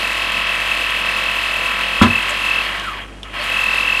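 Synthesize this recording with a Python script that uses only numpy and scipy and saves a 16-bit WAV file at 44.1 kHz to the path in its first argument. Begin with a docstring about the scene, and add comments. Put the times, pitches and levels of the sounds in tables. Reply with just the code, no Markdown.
"""Inner tube pumped to bursting

A small piston compressor rattles on the floor, its gears whining and its valve ringing at each stroke.
The taped inner tube it is pumping up bursts: a pressure pulse, a scattered blast and a low boom, which
overload the microphone. Scraps of tape tick down. The motor is switched off, coasts to rest and is
switched on again, its stroke rate and gear pitch following its speed. Mains hum lies under it all."""
import sys
import numpy as np
from scipy import signal
from scipy.fft import rfft, irfft
from scipy.io import wavfile

SR = 44100
rng = np.random.default_rng(int(sys.argv[2]) if len(sys.argv) > 2 else 0)


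def materialize(psi):
    """Save the field psi as 16-bit PCM at rate SR to the path in sys.argv[1].

    A 1-D psi becomes a single channel; in a 2-D psi each row is a channel.
    """
    bounded = np.clip(np.atleast_2d(psi).T, -1, 1)
    quanta = np.round(bounded * 32767).astype(np.int16)
    wavfile.write(sys.argv[1], SR, quanta)


N = 176400
T = np.arange(N) / SR
HZ = np.fft.rfftfreq(N, 1 / SR)

# motor speed: time_s, strokes_per_s
MOTOR_SPEED = [(0, 40.26), (2.03, 40.26), (2.15, 41.4), (2.32, 42.7), (2.5, 41.6), (2.63, 41.3),
               (2.8, 30.5), (2.89, 22.6), (2.98, 17), (3.12, 0), (3.232, 0), (3.25, 22.3), (3.28, 23),
               (3.33, 27), (3.4, 37), (3.52, 41.3), (3.73, 41.9), (4, 41.9)]
# strength of the rattle: time_s, gain_db, treble_gain_db
RATTLE_GAIN = [(0, -0.5, 0.5), (2.0, -0.5, 0), (2.6, 0, 0), (2.72, -1.5, -3.5), (2.85, -4, -5),
               (2.95, -5.5, -9), (3.03, -5.5, -13), (3.07, -14.5, -22), (3.22, -22.5, -35),
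               (3.25, -13, -20), (3.315, -16, -20), (3.35, -3, -7.5), (3.43, -1, -0.5), (3.55, -0.5, 0.5),
               (4, -1, .3)]
# broad spectrum of the rattle: frequency_hz, relative_db
RATTLE_SPECTRUM = [(88, -52), (150, -13.5), (351, -21.5), (371, -25), (507, -17), (682, -17.5), (762, -17),
                   (1120, -6), (1190, -10.5), (2140, -10.5), (2580, -4.5), (2770, -4.5), (5490, -29),
                   (12400, -29), (16100, -66), (22000, -120)]
# housing resonances: centre_hz, width_hz, boost_db
HOUSING_MODES = [(524.5, 29, 5.5), (604, 28, 6.5), (689.3, 23, 10.5), (1008, 31, 7.5), (1105.5, 57, 6.5),
                 (1290, 48, 10), (1366, 25, 6), (1573, 35, 3), (1790, 70, 5), (1970, 150, 2.5),
                 (2284, 30, 3), (2500, 35, 4.5), (2892, 41, 9), (3226, 115, 10), (4200, 300, 4),
                 (5086, 350, 6)]
# rattle bands, each swelling once a turn: low_hz, high_hz, angle_turns, swell_db, gain_db, loose_share
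RATTLE_BANDS = [(171.4, 900, 0.46, 4.5, -.5, .3), (900, 1500, .17, 3, -3.5, .3),
                (1501, 2350, .33, 5, 0, .3), (2352, 3500, .22, 2, -3.8, .3), (3498, 6000, .2, 2, -1.5, .35),
                (5980, 13000, 0.089, .6, -.5, .8)]
# strength of the gear whine: time_s, gain_db
GEAR_GAIN = [(0, -38), (2.6, -38), (2.68, -33), (2.84, -32), (2.96, -34), (3.04, -44), (3.12, -70),
             (3.23, -70), (3.25, -48), (3.32, -50), (3.42, -34), (3.55, -38)]
# strength of the valve's ring: time_s, gain_db
VALVE_GAIN = [(0, -1.5), (.5, -1), (2.05, -1), (2.17, 5), (2.28, -10), (2.38, -6.5), (2.51, 4.5), (2.61, 2),
              (2.64, -40), (3.33, -40), (3.39, -7), (3.47, -5), (3.56, 3), (4, 5)]
# mains hum: harmonic_number, level_db
HUM_HARMONICS = [(1, -38), (2, -49), (3, -58), (4, -52), (7, -58)]
# background hiss: frequency_hz, relative_db
HISS_SPECTRUM = [(20, -8), (70, -4), (130, -3), (260, 2), (600, -3), (1200, -7), (1800, -13), (3000, -16),
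                 (5000, -21), (10000, -25), (12400, -36)]
# spectrum of the blast: frequency_hz, relative_db
BLAST_SPECTRUM = [(30, -22), (85, -5), (140, -6), (250, -2), (340, -4), (550, -11), (1050, -2), (2000, -6),
                  (3200, -6), (5000, -22), (12000, -31)]
# reverberation time of the blast: frequency_hz, t60_s
BLAST_DECAY = [(60, 0.38), (250, .36), (500, 0.21), (1100, 0.21), (3000, 0.17), (10000, 0.12)]
# modes that boom after the burst: pitch_hz, level_db, t60_s
BOOM_MODES = [(93, -11, .36), (212, -4, .2), (238, -2, .24), (1009, -12, .2), (1322, -14, 0.13)]
# scraps of tape landing: start_s, level_db
SCRAP_LANDINGS = [(2.157, -35), (2.224, -34), (2.295, -27), (2.307, -29)]
# spectrum of a landing: frequency_hz, relative_db
SCRAP_SPECTRUM = [(2000, -23), (5500, -14), (7200, 4), (8500, -3), (12000, -12)]
# brief rings of the compressor's case: peak_s, pitch_hz, level_db
CASE_RINGS = [(2.32, 595, -30), (2.66, 4400, -33), (3.405, 595, -29), (3.415, 4420, -33)]
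# clicks of the switch: start_s, level_db
SWITCH_CLICKS = [(2.797, -18), (3.2315, -21.5), (3.314, -36)]
# spectrum of a click: frequency_hz, relative_db
CLICK_SPECTRUM = [(500, -13), (2300, -14), (3200, 11.5), (4400, -15), (5700, -9), (7800, -22), (9500, -15),
                  (12000, -24)]

RUNNING_SPEED = MOTOR_SPEED[0][1]


def amp(db):
    """Decibels to amplitude ratio."""
    return 10 ** (np.asarray(db) / 20)


def unit(x):
    """Normalisation to rms 1."""
    return x / np.sqrt(np.mean(x ** 2) + 1e-20)


def curve(rows, at, column=1):
    """Linear interpolation of a table column over time."""
    rows = np.array(rows)
    return np.interp(at, rows[:, 0], rows[:, column])


def log_curve(rows, hz):
    """Interpolation of a table on a log-frequency axis."""
    f, value = np.transpose(rows)
    return np.interp(np.log(hz + 1), np.log(f + 1), value)


def noise(spectrum):
    """White noise filtered to a spectrum, rms 1."""
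    return unit(irfft(rfft(rng.standard_normal(N)) * amp(log_curve(spectrum, HZ)), N))


def drift(rate_hz):
    """Low-pass random fluctuation, rms 1."""
    return unit(irfft(rfft(rng.standard_normal(N)) * np.exp(-(HZ / rate_hz) ** 2), N))


def crank_turns(rest_s=3.2, stroke_times_s=(2.0105, 3.76)):
    """Crank angle is the integral of a slightly wobbling speed; each whole turn is a compression."""
    speed = np.maximum(curve(MOTOR_SPEED, T), .01) * (1 + .0026 * drift(rate_hz=14))
    turns = np.cumsum(speed) / SR
    # one compression time sets the phase before the rest, the other after it
    before, after = np.interp(stroke_times_s, T, turns)
    return turns - before + (T > rest_s) * ((before - after) % 1)


def rattle(turns, level_db=-22.7, treble_hz=3400):
    """Forced vibration: gears and piston drive the housing modes with a periodic, partly loose clatter."""
    orders = np.arange(8193)
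    one_turn = irfft(np.exp(2j * np.pi * rng.random(len(orders))) * (orders > 2) * (orders < 330))
    clatter = unit(np.interp(turns % 1, np.linspace(0, 1, len(one_turn)), one_turn))
    periodic = rfft(clatter * np.clip(curve(MOTOR_SPEED, T) / RUNNING_SPEED, 0, 1))
    loose = rfft(unit(rng.standard_normal(N) * amp(3.2 * drift(rate_hz=600))))
    modes_db = sum(db / (1 + (2 * (HZ - hz) / width) ** 2) for hz, width, db in HOUSING_MODES)
    response = unit(amp(log_curve(RATTLE_SPECTRUM, HZ))) * amp(modes_db)
    out = np.zeros(N)
    for low, high, angle, swell_db, gain_db, loose_share in RATTLE_BANDS:
        drive = np.sqrt(1 - loose_share) * periodic + np.sqrt(loose_share) * loose
        band = irfft(drive * response * (HZ >= low) * (HZ < high), N)
        push = np.exp(3 * (np.cos(2 * np.pi * (turns - angle)) - 1))
        stroke_db = swell_db * (push - push.mean()) * (1 + .35 * drift(rate_hz=27))
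        envelope_db = curve(RATTLE_GAIN, T, column=2 if low > treble_hz else 1)
        out += band * amp(gain_db + envelope_db + stroke_db + .8 * drift(rate_hz=12))
    return amp(level_db) * out


def gear_whine(turns, teeth=57, resonance_hz=1290, half_width_hz=45):
    """The tooth-meshing frequency follows the speed; the tone flares as it crosses a housing resonance."""
    mesh_hz = teeth * curve(MOTOR_SPEED, T)
    flare_db = 12 / (1 + ((mesh_hz - resonance_hz) / half_width_hz) ** 2)
    envelope = amp(curve(GEAR_GAIN, T) + flare_db + 4.5 * drift(rate_hz=45))
    return envelope * np.sin(2 * np.pi * teeth * turns + 1.1 * drift(rate_hz=90))


def valve(turns, base_hz=2628, hz_per_speed=10, width_s=.0056):
    """Each compression excites the valve's resonance: a tone pulse, slightly higher at higher speed."""
    out = np.zeros(N)
    strokes = T[1:][np.diff(np.floor(turns)) > 0]
    for s, (size, phase, detune) in zip(strokes, rng.standard_normal((len(strokes), 3))):
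        near = slice(max(int(s * SR) - 900, 0), int(s * SR) + 900)
        t = T[near] - s
        envelope = amp(-14.2 + curve(VALVE_GAIN, s) + 1.7 * size) * np.exp(-(t / width_s) ** 2)
        hz = (base_hz + hz_per_speed * (curve(MOTOR_SPEED, s) - RUNNING_SPEED)) * (1 + .005 * detune)
        out[near] += envelope * np.sin(2 * np.pi * hz * t + .35 * phase)
    return out


def hum_and_hiss(mains_hz=49.95, hiss_db=-41):
    """Harmonics of the mains frequency stand over a broadband noise floor."""
    hum = sum(amp(db) * np.sqrt(2) * np.sin(2 * np.pi * (k * mains_hz * T + rng.random()))
              for k, db in HUM_HARMONICS)
    return hum + amp(hiss_db) * noise(HISS_SPECTRUM)


def tube_burst(start_s=2.0135, pop_hz=1250, pop_s=.001, delay_s=.003, rise_s=.003):
    """Sudden pressure release radiates a pulse; reverberation from the walls and a damped boom follow."""
    t = np.maximum(T - start_s, 0)
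    late = np.maximum(t - delay_s, 0)
    pop = amp(-.5) * (t / pop_s) ** 2 * np.exp(2 - 2 * t / pop_s) * np.sin(2 * np.pi * pop_hz * t)
    hz, frame_s, frames = signal.stft(noise(BLAST_SPECTRUM), SR, nperseg=512)
    decay = amp(-60 * np.maximum(frame_s - start_s, 0) / log_curve(BLAST_DECAY, hz)[:, None])
    scattered = signal.istft(frames * decay, SR, nperseg=512)[1][:N]
    blast = amp(-3) * scattered * (1 - np.exp(-late / rise_s))
    boom = sum(amp(db - 60 * late / t60) * np.sin(2 * np.pi * f * late) for f, db, t60 in BOOM_MODES)
    return pop + blast + boom


def impacts(events, spectrum, decay_s, room_db, room_s):
    """A short impact is broadband: its noise decays exponentially, with a slower tail from the room."""
    envelope = np.zeros(N)
    for start_s, db in events:
        t = abs(T - start_s)
        envelope += amp(db) * (T >= start_s) * (np.exp(-t / decay_s) + amp(room_db) * np.exp(-t / room_s))
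    return envelope * noise(spectrum)


def tape_scraps():
    """Light scraps of tape land with impacts heard mostly in the high treble."""
    return impacts(SCRAP_LANDINGS, SCRAP_SPECTRUM, decay_s=.004, room_db=-16, room_s=.02)


def case_rings(width_s=.018):
    """Resonances of the case swell and fade briefly at set moments while the speed is changing."""
    return sum(amp(db) * np.exp(-((T - s) / width_s) ** 2) * np.sin(2 * np.pi * hz * T)
               for s, hz, db in CASE_RINGS)


def switch_clicks():
    """The switch snaps over in heavily damped impacts."""
    return impacts(SWITCH_CLICKS, CLICK_SPECTRUM, decay_s=.0016, room_db=-13, room_s=.014)


def scene():
    """Superposition of all the sources in one channel."""
    turns = crank_turns()
    snaps = tape_scraps() + switch_clicks()
    compressor = rattle(turns) + gear_whine(turns) + valve(turns) + case_rings()
    return (compressor + tube_burst() + snaps + hum_and_hiss())[None]


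def record(dry, dip_hz=11050, low_cut_hz=38, high_cut_hz=12580):
    """Digital sampling leaves a narrow treble dip; the bang clips, and deep bass and top are cut."""
    dip = amp(-12 / (1 + ((HZ - dip_hz) / 260) ** 2))
    clipped = np.clip(irfft(rfft(dry) * dip, N), -1, 1)
    bass_cut = irfft(rfft(clipped) * (1 - np.exp(-(HZ / low_cut_hz) ** 4)), N)
    low_pass = signal.firwin(511, high_cut_hz, window=("kaiser", 7), fs=SR)
    return signal.oaconvolve(bass_cut, low_pass[None], "same")


dry = scene()
out = record(dry)
materialize(out)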